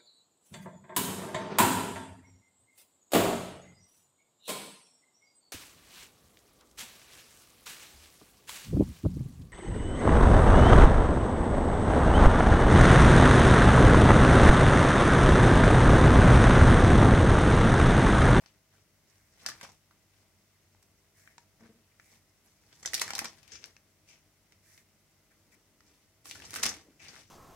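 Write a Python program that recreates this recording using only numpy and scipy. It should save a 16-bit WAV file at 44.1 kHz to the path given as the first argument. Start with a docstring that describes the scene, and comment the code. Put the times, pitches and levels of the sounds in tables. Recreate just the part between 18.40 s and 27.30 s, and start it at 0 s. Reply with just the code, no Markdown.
"""A plastic piping bag is squeezed over a tray of buns in a quiet kitchen, over a faint mains hum.
Icing squelches softly through the tip, and at 1 s the hands regrip: film slides, slack facets pop and
creases snap in small avalanches. Icing spits, low bumps shake the tray, and near 4.5 s comes a longer
regrip with dull thuds and finger swishes. More icing follows and a faint hollow noise swells; just after
8 s the last regrip peaks with a thud and a bump of the tray. The room rings briefly throughout."""
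import sys
import numpy as np
from scipy import signal
from scipy.fft import rfft, irfft, next_fast_len
from scipy.io import wavfile
from scipy.ndimage import uniform_filter1d

SR = 44100
rng = np.random.default_rng(int(sys.argv[2]) if len(sys.argv) > 2 else 0)


def master_out(mix):
    """Clip the mix to full scale and print it as 16-bit PCM to the path in sys.argv[1]."""
    frames = np.transpose(np.atleast_2d(mix))
    ceiling = np.clip(frames, -1, 1)
    pcm = np.round(ceiling * 32767).astype(np.int16)
    wavfile.write(sys.argv[1], SR, pcm)


N = 392490
TIME = np.arange(N) / SR
FREQ = np.maximum(np.arange(N // 2 + 1) * SR / N, 1)

# Room tone of the still kitchen. Each row: frequency in Hz, level in dB.
AIR_SPECTRUM = [(15, -40), (25, -10), (66, -17.5), (96, 2.5), (126, -25.5), (198, -5.5), (274, -17),
                (305, -6), (368, -15.5), (399, -15), (848, -18.5), (1800, -19), (2060, -11), (2230, -18),
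                (15500, -26)]
# Mains hum. Each row: frequency in Hz, level in dB.
HUM_PARTIALS = [(49.5, -82), (99, -82.5), (149, -81.5), (198, -95), (246, -92), (397, -88.5), (595, -90),
                (645, -87)]
# Fader curve of the late, hollow swell. Each row: time in seconds, level in dB.
SWELL_LEVELS = [(6.7, -100), (6.95, -77.5), (7.5, -75), (7.75, -86.5), (8.0, -60), (8.6, -75)]
# Resonances of that swell. Each row: centre in Hz, width in Hz, gain in dB.
SWELL_RESONANCES = [(296, 44, -5.5), (425, 110, -15)]
# Standing waves of the kitchen. Each row: frequency in Hz, seconds to fade by 60 dB, gain in dB.
ROOM_MODES = [(227, 0.11, 3), (330, 0.79, 5), (487, 0.15, 2), (710, 1, -18)]
# The heavy bag shifting its weight. Each row: start in seconds, level in dB, decay in seconds.
BAG_THUDS = [(4.79, -64, .12), (5.118, -63, 0.16), (8.232, -53, 0.073)]
# Tone of those thuds. Each row: frequency in Hz, gain in dB.
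THUD_SPECTRUM = [(25, -19), (52, -5), (92, -1), (130, -11), (230, -11), (350, -6), (480, -9), (750, -30),
                 (2000, -58), (16000, -120)]
# Soft pushes against the tray. Each row: start in seconds, level in dB, length in seconds.
TRAY_PUSHES = [(3.2, -59.5, .05), (3.248, -62.5, .018), (3.288, -56.5, .016), (3.33, -70.5, .08),
               (5.116, -71, .03), (8.232, -54, .03)]
# Modes of the loaded tray. Each row: centre in Hz, width in Hz, gain in dB.
TRAY_MODES = [(226, 58, 0), (440, 60, -6), (672, 40, -18), (1300, 300, -9)]
# Icing forced through the tip. Each row: start in seconds, length in seconds, level in dB,
# resonance in Hz, relative hiss in dB.
ICING_SQUELCHES = [(0.323, 0.043, -71, 1640, -11), (0.67, 0.25, -74, 1990, -2),
                   (2.747, 0.14, -67.5, 2010, 0.5), (2.853, 0.096, -68, 2000, -5),
                   (3.512, 0.015, -66.5, 2100, -39), (3.59, 0.21, -68, 2180, 0.5),
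                   (6.225, 0.21, -68, 2030, 2), (6.901, 0.036, -66.5, 1790, -9),
                   (7.115, 0.039, -65, 2220, 0.5)]
# Air bubbles bursting in bag and tip. Each row: start in seconds, level in dB, cavity pitch in Hz,
# ring in ms, relative wet smack in dB, relative click in dB.
AIR_BUBBLES = [(2.348, -59, 880, 2.4, -3, -16), (2.875, -55.5, 1450, 0.56, 14, -11),
               (2.981, -44, 950, 4.3, -1.5, -1.5), (3.5978, -48, 1870, 0.92, 3, -8.5),
               (5.366, -46, 2600, 1.2, -5, -5), (7.406, -55.5, 1390, 1.8, 3, -1)]
# Fingers sliding on taut film. Each row: start, rise and hold in seconds, level in dB,
# lower resonance and its width in Hz, relative upper resonance in dB.
FINGER_SWISHES = [(5.118, 0.0021, 0.037, -51, 2400, 1740, 2), (5.67, 0.018, .055, -61.5, 2540, 910, -1.5),
                  (8.59, .012, 0.089, -55, 2300, 800, -8.5)]
# Hand moves that slide film and sleeve. 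Each row: time of full speed, build-up and hold in seconds,
# level in dB, tilt in dB per octave, left minus right in dB.
HAND_MOVES = [(0.01, .02, .11, -68.5, -3.5, 3), (0.331, .015, .04, -68.5, -4.5, 0.5),
              (0.69, .015, .04, -71, -2, -1.5), (1.045, .06, .24, -55.5, -2.5, 1),
              (1.743, 0.037, .06, -71.5, -2, 4), (2.801, 0.027, .2, -74, -4.5, 4),
              (3.207, .006, .05, -62, -6.5, 2), (3.71, .06, .035, -65.5, -2.5, 1),
              (4.056, .02, .05, -67.5, -1.5, 1), (4.336, .13, 0.076, -65, -2.5, 0),
              (4.568, .06, .09, -48, -3, 0), (4.81, .05, .07, -54, -2.5, 1),
              (4.932, .02, .04, -61.5, -3, 6), (5.079, .06, .02, -65, -4.5, 8.5),
              (5.114, .002, 0.02, -63, -2, 6.5), (5.228, .04, .05, -62.5, -3.5, 4.5),
              (5.689, .015, .04, -63.5, -2, 3.5), (6.243, 0.031, .12, -70.5, 1, 0),
              (7.122, .03, .02, -72, -7, 7), (7.52, .1, 0.051, -68, -2, 1),
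              (7.852, .004, 0.049, -50.5, 2.3, 0.5), (7.955, .02, .16, -53, -1, 1.5),
              (8.173, 0.04, 0.035, -45.5, -2, 0), (8.268, 0.04, .04, -43, -3, 1),
              (8.619, .012, .09, -55, -2.5, 3), (8.735, 0.017, .06, -55.5, -2.5, 4)]
# Tone of the plastic film. Each row: frequency in Hz, gain in dB.
FILM_SPECTRUM = [(30, -36), (60, -10), (130, -12.5), (300, -10), (580, -11), (910, -9), (1330, -9),
                 (1920, -1.5), (2710, -4), (3790, -3), (5320, -1.5), (7320, -3.5), (9890, -6), (13350, -10),
                 (16000, -14.5)]
# Creases snapping. Each row: start in seconds, level in dB, decay in ms, tilt in dB per octave,
# facet resonance in Hz.
CREASE_SNAPS = [(0.037, -53, 1.1, -11.5, 1490), (0.060, -43.5, 1.8, -8.5, 5450),
                (1.056, -43, 0.85, -32, 1360), (1.0615, -27.5, 6.8, -2.5, 1430),
                (1.0622, -19.5, 2.8, -1.5, 4700), (1.0865, -25, 6.4, -1.5, 1280),
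                (1.100, -31.5, 4, -4, 4900), (1.117, -37.5, 3.6, -10, 1530), (1.2112, -32, 3.6, -3.5, 1510),
                (1.2295, -31, 11, -3.5, 700), (1.247, -36.5, 4.6, -6.5, 1050), (1.289, -42, 10, -16, 950),
                (1.319, -52, 2, 7, 5800), (1.510, -50.5, 4, -5.5, 1140), (2.427, -51, 3.2, 2, 1360),
                (4.328, -46, 2, -8, 5550), (4.428, -36.5, 7.2, -4, 6500), (4.449, -29.5, 12, -4.5, 1680),
                (4.4585, -19, 3.2, -2.5, 6550), (4.4755, -29.5, 1.5, -6, 4880),
                (4.5332, -19.5, 3.7, -1, 1990), (4.5422, -15, 2.8, 3, 4260), (4.5495, -20.5, 1.3, -1, 4480),
                (4.563, -31, 2.2, -4, 4500), (4.578, -26, 4.6, 1, 2074), (4.596, -22.5, 2.1, 0.5, 3700),
                (4.6128, -23, 2.7, 1, 1810), (4.6162, -14, 3.3, -2, 920), (4.6790, -28, 1.8, -2.5, 1930),
                (4.689, -31, 10, -3.5, 1390), (4.7052, -22, 3.2, -3.5, 1470), (4.7344, -25, 3.4, -4.5, 830),
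                (4.7516, -21.5, 4.4, 1.5, 4100), (4.763, -32, 1.4, -7, 840), (4.7800, -25.5, 3.9, -1, 905),
                (4.786, -29.5, 3.4, -12, 1490), (4.7908, -16.5, 3, 0.5, 1720),
                (4.816, -29.5, 6.9, -14.5, 890), (4.844, -24.5, 5.4, -1.5, 1290),
                (4.854, -25.5, 4.3, -6, 5800), (4.891, -47, 1, -1, 5500), (5.030, -45, 3.9, 1, 2370),
                (5.078, -45.5, 1.7, 3, 2630), (5.241, -32.5, 0.8, -7, 5370), (5.258, -40.5, 1.6, 7, 760),
                (6.122, -47.5, 1, -3, 2240), (6.377, -44.5, 3.7, -1.5, 1980), (7.855, -40, 4.7, -1.5, 1170),
                (7.9115, -28, 1, -3, 3300), (7.953, -37, 7, -5, 1460), (8.001, -38.5, 1.7, -5, 1680),
                (8.021, -37.5, 5.3, -7, 2760), (8.040, -39, 4.8, -7, 1080), (8.107, -34, 1.6, 1, 1039),
                (8.1328, -31.5, 2.6, -2, 1950), (8.140, -26.5, 2.1, -1, 1100), (8.152, -28, 1.8, 2, 2000),
                (8.1595, -23, 1.7, -3, 1610), (8.1632, -26, 3.4, 1, 1620), (8.1855, -30, 4.5, -4.5, 1400),
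                (8.1955, -37, 1.7, 3, 6000), (8.2283, -26, 2.8, -2, 1000), (8.2312, -11, 6.5, -0.9, 1300),
                (8.2548, -15, 9, -3.5, 6500), (8.2631, -16.5, 2.9, -1, 1000), (8.2835, -30, 1.6, -2, 1000),
                (8.291, -22.5, 3.3, 2, 6340), (8.297, -32.5, 3, -1, 5500), (8.340, -35, 5, 0, 2330),
                (8.683, -35.5, 9.9, -4.5, 4900), (8.745, -44, 2.8, -11, 1500), (8.763, -42, 1.6, -13, 2030),
                (8.800, -51, 1.3, -10, 2610), (8.833, -58, 1, -2, 6600)]
# How alike left and right sound. Each row: frequency in Hz, correlation from 0 to 1.
STEREO_LIKENESS = [(100, .82), (400, .91), (800, .83), (1500, .55), (3000, .25), (5000, .02), (15000, 0)]
# Stereo lean of the sounds from the hands. Each row: frequency in Hz, left minus right in dB.
HAND_BALANCE = [(300, .5), (1000, -.8), (2200, 2), (5000, 1.8), (8000, -3.5), (13000, -10)]
# Tone of the microphone ports. 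Each row: centre in Hz, width in Hz, gain in dB.
MIC_PORTS = [(2000, 420, -3), (3570, 2120, -3.5), (5670, 1260, 2.5)]


def undb(db):
    """Decibels to gain."""
    return 10 ** (np.asarray(db) / 20)


def unit(x):
    """Scale to rms 1."""
    return x / np.sqrt(np.mean(np.abs(x) ** 2) + 1e-30)


def along(table, freq):
    """Read (Hz, value) points on a log-frequency axis."""
    points, values = np.transpose(table)
    return np.interp(np.log(freq), np.log(points), values)


def colour(x, gain):
    """Filter by a gain for each frequency."""
    return irfft(rfft(x) * gain, N)


def passband(x, hz, width):
    """Keep one band, at rms 1."""
    edges = np.clip([hz - width / 2, hz + width / 2], 50, .45 * SR)
    return unit(signal.sosfilt(signal.butter(2, edges, "band", fs=SR, output="sos"), x))


def resonance(hz, width):
    """Response of one mode, gain 1 at its centre."""
    return 1 / (1 + 1j * (FREQ - hz ** 2 / FREQ) / width)


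def causal(gain):
    """Minimum-phase response of a gain curve: it rings only after the hit."""
    cepstrum = irfft(np.log(gain))
    half = len(cepstrum) // 2
    cepstrum[1:half] *= 2
    cepstrum[half + 1:] = 0
    return np.exp(rfft(cepstrum))


def drift(rate_hz, hop=32):
    """Smooth random wander with a spread of 1."""
    steps = next_fast_len(N // hop + 2, True)
    freq = np.arange(steps // 2 + 1) * SR / (hop * steps)
    coarse = unit(irfft(rfft(rng.standard_normal(steps)) / (1 + (freq / rate_hz) ** 4), steps))
    return np.interp(np.arange(N) / hop, np.arange(steps), coarse)


def press(start, length):
    """Envelope of a push that comes quickly, holds and lets go."""
    return np.sqrt(np.abs(np.sin(np.pi * np.clip((TIME - start) / length, 0, 1))))


def pan(left_minus_right_db):
    """Left and right gains for a level difference."""
    return undb(left_minus_right_db * np.array([[.5], [-.5]]))


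def mic_pair(x):
    """Mid and side to left and right: two close microphones share the bass and keep their own treble."""
    alike = np.clip(along(STEREO_LIKENESS, FREQ), 0, .99)
    mid = colour(x[0], np.sqrt((1 + alike) / 2))
    side = colour(x[1], np.sqrt((1 - alike) / 2))
    return np.array([mid + side, mid - side])


def room_tone(air_db=-68.5, sway_db=1.7, sway_below_hz=450):
    """Still kitchen air: a steady hiss over a rumble that sways a little."""
    air = mic_pair(unit(colour(rng.standard_normal((2, N)), undb(along(AIR_SPECTRUM, FREQ)))))
    rumble = colour(air, 1 / (1 + (FREQ / sway_below_hz) ** 4))
    return (air - rumble + rumble * undb(sway_db * drift(5.7))) * undb(air_db)


def mains_hum(waver_db=1.5):
    """A faint mains hum whose partials each waver in level and phase."""
    hum = 0
    for hz, db in HUM_PARTIALS:
        amplitude = np.sqrt(2) * undb(db + waver_db * drift(1.9))
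        hum = hum + amplitude * np.sin(2 * np.pi * hz * TIME + 0.3 * drift(8.1))
    return hum


def hollow_swell(waver_db=3.5, top_hz=900):
    """Dull, hollow noise swells and wavers under the late rustling."""
    body = sum(undb(db) * resonance(hz, width) for hz, width, db in SWELL_RESONANCES)
    noise = unit(colour(rng.standard_normal(N), body / (1 + (FREQ / top_hz) ** 4)))
    return noise * undb(np.interp(TIME, *np.transpose(SWELL_LEVELS)) + waver_db * drift(16.0))


def kitchen_reverb(x, tail_db=-7.0, low_t60_s=0.22, treble_t60_s=0.13, split_hz=5000, build_s=0.001):
    """A short room tail whose treble dies first."""
    t = TIME[:SR // 2]
    noise = rng.standard_normal((2, len(t)))
    low = signal.sosfilt(signal.butter(2, split_hz, fs=SR, output="sos"), noise)
    high = signal.sosfilt(signal.butter(2, split_hz, "high", fs=SR, output="sos"), noise)
    tail = low * undb(-60 * t / low_t60_s) - high * undb(-60 * t / treble_t60_s)
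    tail = undb(tail_db) * unit(tail * (1 - np.exp(-t / build_s))) / np.sqrt(len(t))
    return signal.fftconvolve(x, tail, axes=1)[:, :N]


def standing_waves(x):
    """A few low room modes linger after the bag has moved."""
    modes = sum(undb(db) * resonance(hz, np.log(1000) / (np.pi * t60)) for hz, t60, db in ROOM_MODES)
    return colour(x, modes)


def arm_rumble(level_db, rumble_db=-64.5, at_db=-55, follow=0.72, smooth_s=0.26, hz=92, width_hz=55):
    """Arms and body shift with each regrip: a soft low rumble that follows the hands slowly."""
    effort_db = uniform_filter1d(level_db, size=int(smooth_s * SR))
    low = resonance(hz, width_hz) / (1 + (FREQ / (3 * hz)) ** 4)
    rumble = mic_pair(unit(colour(rng.standard_normal((2, N)), low)))
    return rumble * undb(rumble_db + follow * (effort_db - at_db))


def bag_thuds(rise_s=0.0044):
    """The mass of icing lurches in the hands: a deep, pitchless thud, dead centre."""
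    envelope = 0
    for start, db, decay in BAG_THUDS:
        t = TIME - start
        envelope = envelope + undb(db) * np.clip(t / rise_s, 0, 1) * np.exp(-np.abs(t) / decay)
    return unit(colour(rng.standard_normal(N), undb(along(THUD_SPECTRUM, FREQ)))) * envelope


def tray_bumps(slip_hz=113, uneven=.05, scuff_db=-10, contact_hz=560):
    """Soft, shuddering pushes ring the low modes of the tray, damped by the dough."""
    push = sum(undb(db) * press(start, length) for start, db, length in TRAY_PUSHES)
    cycles = np.cumsum(slip_hz * (1 + uneven * drift(60))) / SR
    slips = unit(np.diff(np.floor(cycles), prepend=0) * undb(drift(100)))  # one tick a cycle
    force = np.outer([1, 0], slips) + undb(scuff_db) * rng.standard_normal((2, N))
    body = sum(undb(db) * resonance(hz, width) for hz, width, db in TRAY_MODES)
    soft_contact = 1 / np.sqrt(1 + (FREQ / contact_hz) ** 6) + .08
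    return colour(force * push, unit(body * soft_contact))


def squelches(width_hz=620, hiss_hz=7000, hiss_width_hz=7000, sticky_db=3):
    """Sticky icing crackles finely as it is forced through the narrow tip."""
    crackle = rng.standard_normal((2, N)) * undb(sticky_db * drift(560))
    hiss = unit(colour(crackle, resonance(hiss_hz, hiss_width_hz)))
    out = 0
    for start, length, db, hz, hiss_db in ICING_SQUELCHES:
        squelch = passband(crackle, hz, width_hz) + undb(hiss_db) * hiss
        out = out + squelch * undb(db) * press(start, length)
    return out


def bubbles(smack_hz=1950, smack_width_hz=750, click_hz=5500, click_width_hz=2600, burst_ms=1.9):
    """A trapped bubble bursts with a smack and a click, and its hollow rings for a moment."""
    size = 2048
    out = np.zeros((2, N + size))
    ms = 1000 * TIME[:size]
    for start, db, hz, ring_ms, smack_db, click_db in AIR_BUBBLES:
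        hollow = unit(np.sin(2 * np.pi * hz * TIME[:size]) * np.exp(-ms / ring_ms))
        burst = rng.standard_normal((2, size)) * np.exp(-ms / burst_ms)
        smack = undb(smack_db) * passband(burst, smack_hz, smack_width_hz)
        click = undb(click_db) * passband(burst, click_hz, click_width_hz)
        at = int(start * SR)
        out[:, at:at + size] += (np.outer([1, 0], hollow) + smack + click) * undb(db) / np.sqrt(ms[-1])
    return out[:, :N]


def swishes(upper_hz=5700, upper_width_hz=1900, release_s=0.035, catch_db=3.5, flicker_db=0.9,
            sag_db=-3.5):
    """Skin catches and slips on taut film, which answers in two resonances that flicker separately."""
    slips = rng.standard_normal((2, N)) * undb(catch_db * drift(400))
    upper = unit(passband(slips, upper_hz, upper_width_hz) * undb(flicker_db * drift(30)))
    lower_slips = slips * undb(flicker_db * drift(30))
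    out = 0
    for start, rise, hold, db, hz, width, upper_db in FINGER_SWISHES:
        t = TIME - start
        envelope = np.clip(t / rise, 0, 1) * np.exp(-np.clip(t - rise - hold, 0, 1) / release_s)
        envelope *= undb(db + sag_db * np.clip(t / hold, 0, 1))
        out = out + (passband(lower_slips, hz, width) + undb(upper_db) * upper) * envelope
    return out


def hand_motion(rest_db=-78, rest_tilt_db=-3, sag_db_per_s=9.5, release_s=.045,
                unfold_db=-22.5, unfold_s=0.22):
    """Level, tilt and pan curves of the sliding: moves build, sag and fade; the strongest sets the tone."""
    power = np.full(N, undb(rest_db) ** 2)  # the hands never quite rest
    tilt_sum, pan_sum = power * rest_tilt_db, 0
    for peak, build, hold, db, tilt_db, pan_db in HAND_MOVES:
        t = TIME - peak
        after = np.clip(t - hold, 0, 2)
        attack = np.exp(np.clip(t / build, -20, 0))
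        unfolding = undb(unfold_db) * np.exp(-after / unfold_s)  # crumpled film goes on opening softly
        release = np.maximum(np.exp(-after / release_s), unfolding)
        move = (attack * release * undb(db - sag_db_per_s * np.clip(t, 0, hold))) ** 2
        power += move
        tilt_sum += move * tilt_db
        pan_sum += move * pan_db
    return 10 * np.log10(power), tilt_sum / power, pan_sum / power


def film_gain(freq, tilt_db):
    """The film's tone, brighter when it is taut."""
    octaves = np.log2(np.maximum(freq, 1100) / 3000)
    return undb(along(FILM_SPECTRUM, freq) + tilt_db * octaves)


def icing_damping(x, top_hz):
    """The icing inside damps the highest treble of the film."""
    return colour(x, 1 / np.sqrt(1 + (FREQ / top_hz) ** 4))


def rustle(level_db, tilt_db, grains_per_s=1100, grain_db=2.5, rub_db=-5, flicker_db=3.0):
    """Sliding film catches and slips: dense uneven grains over a smooth rub, flickering by octave."""
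    sizes = undb(grain_db * np.minimum(rng.exponential(size=N), 5))
    slips = (rng.random(N) < grains_per_s / SR) * sizes
    grip = np.sqrt(np.abs(uniform_filter1d(slips ** 2, size=16)))
    grains = rng.standard_normal((2, N)) * (unit(grip) + undb(rub_db))
    spectrum = rfft(grains) * film_gain(FREQ, 0)
    out, power = 0, 0
    for octave in np.arange(-5, 4):
        window = np.cos(np.pi / 2 * np.clip(np.log2(FREQ / 3000) - octave, -1, 1)) ** 2
        band = irfft(spectrum * window, N)
        gain = undb(np.clip(tilt_db, -8, 4) * max(octave, -2))
        out = out + band * gain * undb(flicker_db * drift(28.0))
        power = power + np.mean(band ** 2) * gain ** 2
    return out / np.sqrt(power) * undb(level_db)


def small_pops(level_db, count=170, busy_db=-53, offset_db=-0.5, spread_db=5, decay_ms=2.6, tilt_db=-4,
               low_hz=950, high_hz=2800):
    """Extra crease rows: slack facets pop over at random, denser and harder the more the bag moves."""
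    crumpled = np.cumsum(undb(np.minimum(level_db, busy_db)))
    when, force, pitch = rng.random((count, 3)).T
    at = np.searchsorted(crumpled, when * crumpled[-1])
    pop_db = level_db[at] + offset_db + spread_db * (2 * force - 1)
    facet_hz = low_hz * (high_hz / low_hz) ** pitch
    return [(start, db, decay_ms, tilt_db, hz) for start, db, hz in zip(TIME[at], pop_db, facet_hz)]


def creases(rows, rise_ms=0.19, ragged_db=4.0, echo_db=-16, echo_ms=11, thin_hz=1100,
            facet_octaves=0.36, max_ring_db=10, pitchless_db=-13, ring_loss_db_per_db=2.6):
    """Each crease gives way in a fading avalanche of tiny snaps that ring its own facet of film."""
    size = 4096
    out = np.zeros((2, N + size))
    ms = 1000 * TIME[:size]
    freq = np.maximum(np.arange(size // 2 + 1) * SR / size, 1)
    for start, db, decay_ms, tilt_db, facet_hz in rows:
        noise = rng.standard_normal((3, size))
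        ragged = undb(ragged_db * unit(uniform_filter1d(noise[2], size=12)))
        fade = np.exp(-ms / decay_ms)
        avalanche = (1 - np.exp(-ms / rise_ms)) * fade
        # tray and worktop scatter it back; a longer avalanche feeds more echo
        echoes = undb(echo_db) * np.sqrt(decay_ms / 3) * (1 - fade) * np.exp(-ms / echo_ms)
        crackle = noise[:2] * ragged * np.hypot(avalanche, echoes)
        # a gentle snap rings one facet; a hard one buckles so many that no pitch is left
        ring_db = np.clip(ring_loss_db_per_db * (pitchless_db - db), 0, max_ring_db)
        facet = undb(ring_db * np.exp(-.5 * (np.log2(freq / facet_hz) / facet_octaves) ** 2))
        # a short avalanche moves only a small patch of film, which radiates little bass
        thin = freq / np.hypot(freq, thin_hz / decay_ms)
        snap = irfft(rfft(crackle) * causal(film_gain(freq, tilt_db) * facet * thin))
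        at = int(start * SR)
        out[:, at:at + size] += unit(snap) * undb(db) / np.sqrt(ms[-1])
    return out[:, :N]


def scene(crease_db=-1.78, rustle_db=-2.0, tip_send_db=-3.5):
    """The mix: tray, icing and crackling bag over the quiet bed of the kitchen."""
    bed = (room_tone() + mains_hum() + hollow_swell()) * pan(left_minus_right_db=1)
    tray = tray_bumps()
    level_db, tilt_db, pan_db = hand_motion()
    sliding = icing_damping(rustle(level_db, tilt_db), top_hz=13000)
    snapping = icing_damping(creases(list(CREASE_SNAPS) + small_pops(level_db)), top_hz=14000)
    bag = undb(rustle_db) * sliding + swishes() + undb(crease_db) * snapping
    tip = squelches() + bubbles()
    # the tip is nearest to the microphones, so it sounds drier
    room = kitchen_reverb(bag + tray + undb(tip_send_db) * tip) + standing_waves(bag)
    hands = mic_pair(bag + tray + tip + room) * pan(pan_db)
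    balance = pan(along(HAND_BALANCE, FREQ))
    balance /= np.sqrt(np.mean(balance ** 2, axis=0))
    return colour(hands, balance) + arm_rumble(level_db) + bag_thuds() + bed


def record(dry, low_cut_hz=36, top_hz=15800):
    """The microphone ports colour the sound; the deepest bass and the top are cut."""
    ports_db = sum(db / (1 + (2 * (FREQ - hz) / width) ** 2) for hz, width, db in MIC_PORTS)
    bass_cut = 1 / np.sqrt(1 + (low_cut_hz / FREQ) ** 6)
    top_cut = signal.ellip(10, .2, 70, top_hz, fs=SR, output="sos")
    return signal.sosfilt(top_cut, colour(dry, undb(ports_db) * bass_cut))


dry = scene()
out = record(dry)
master_out(out)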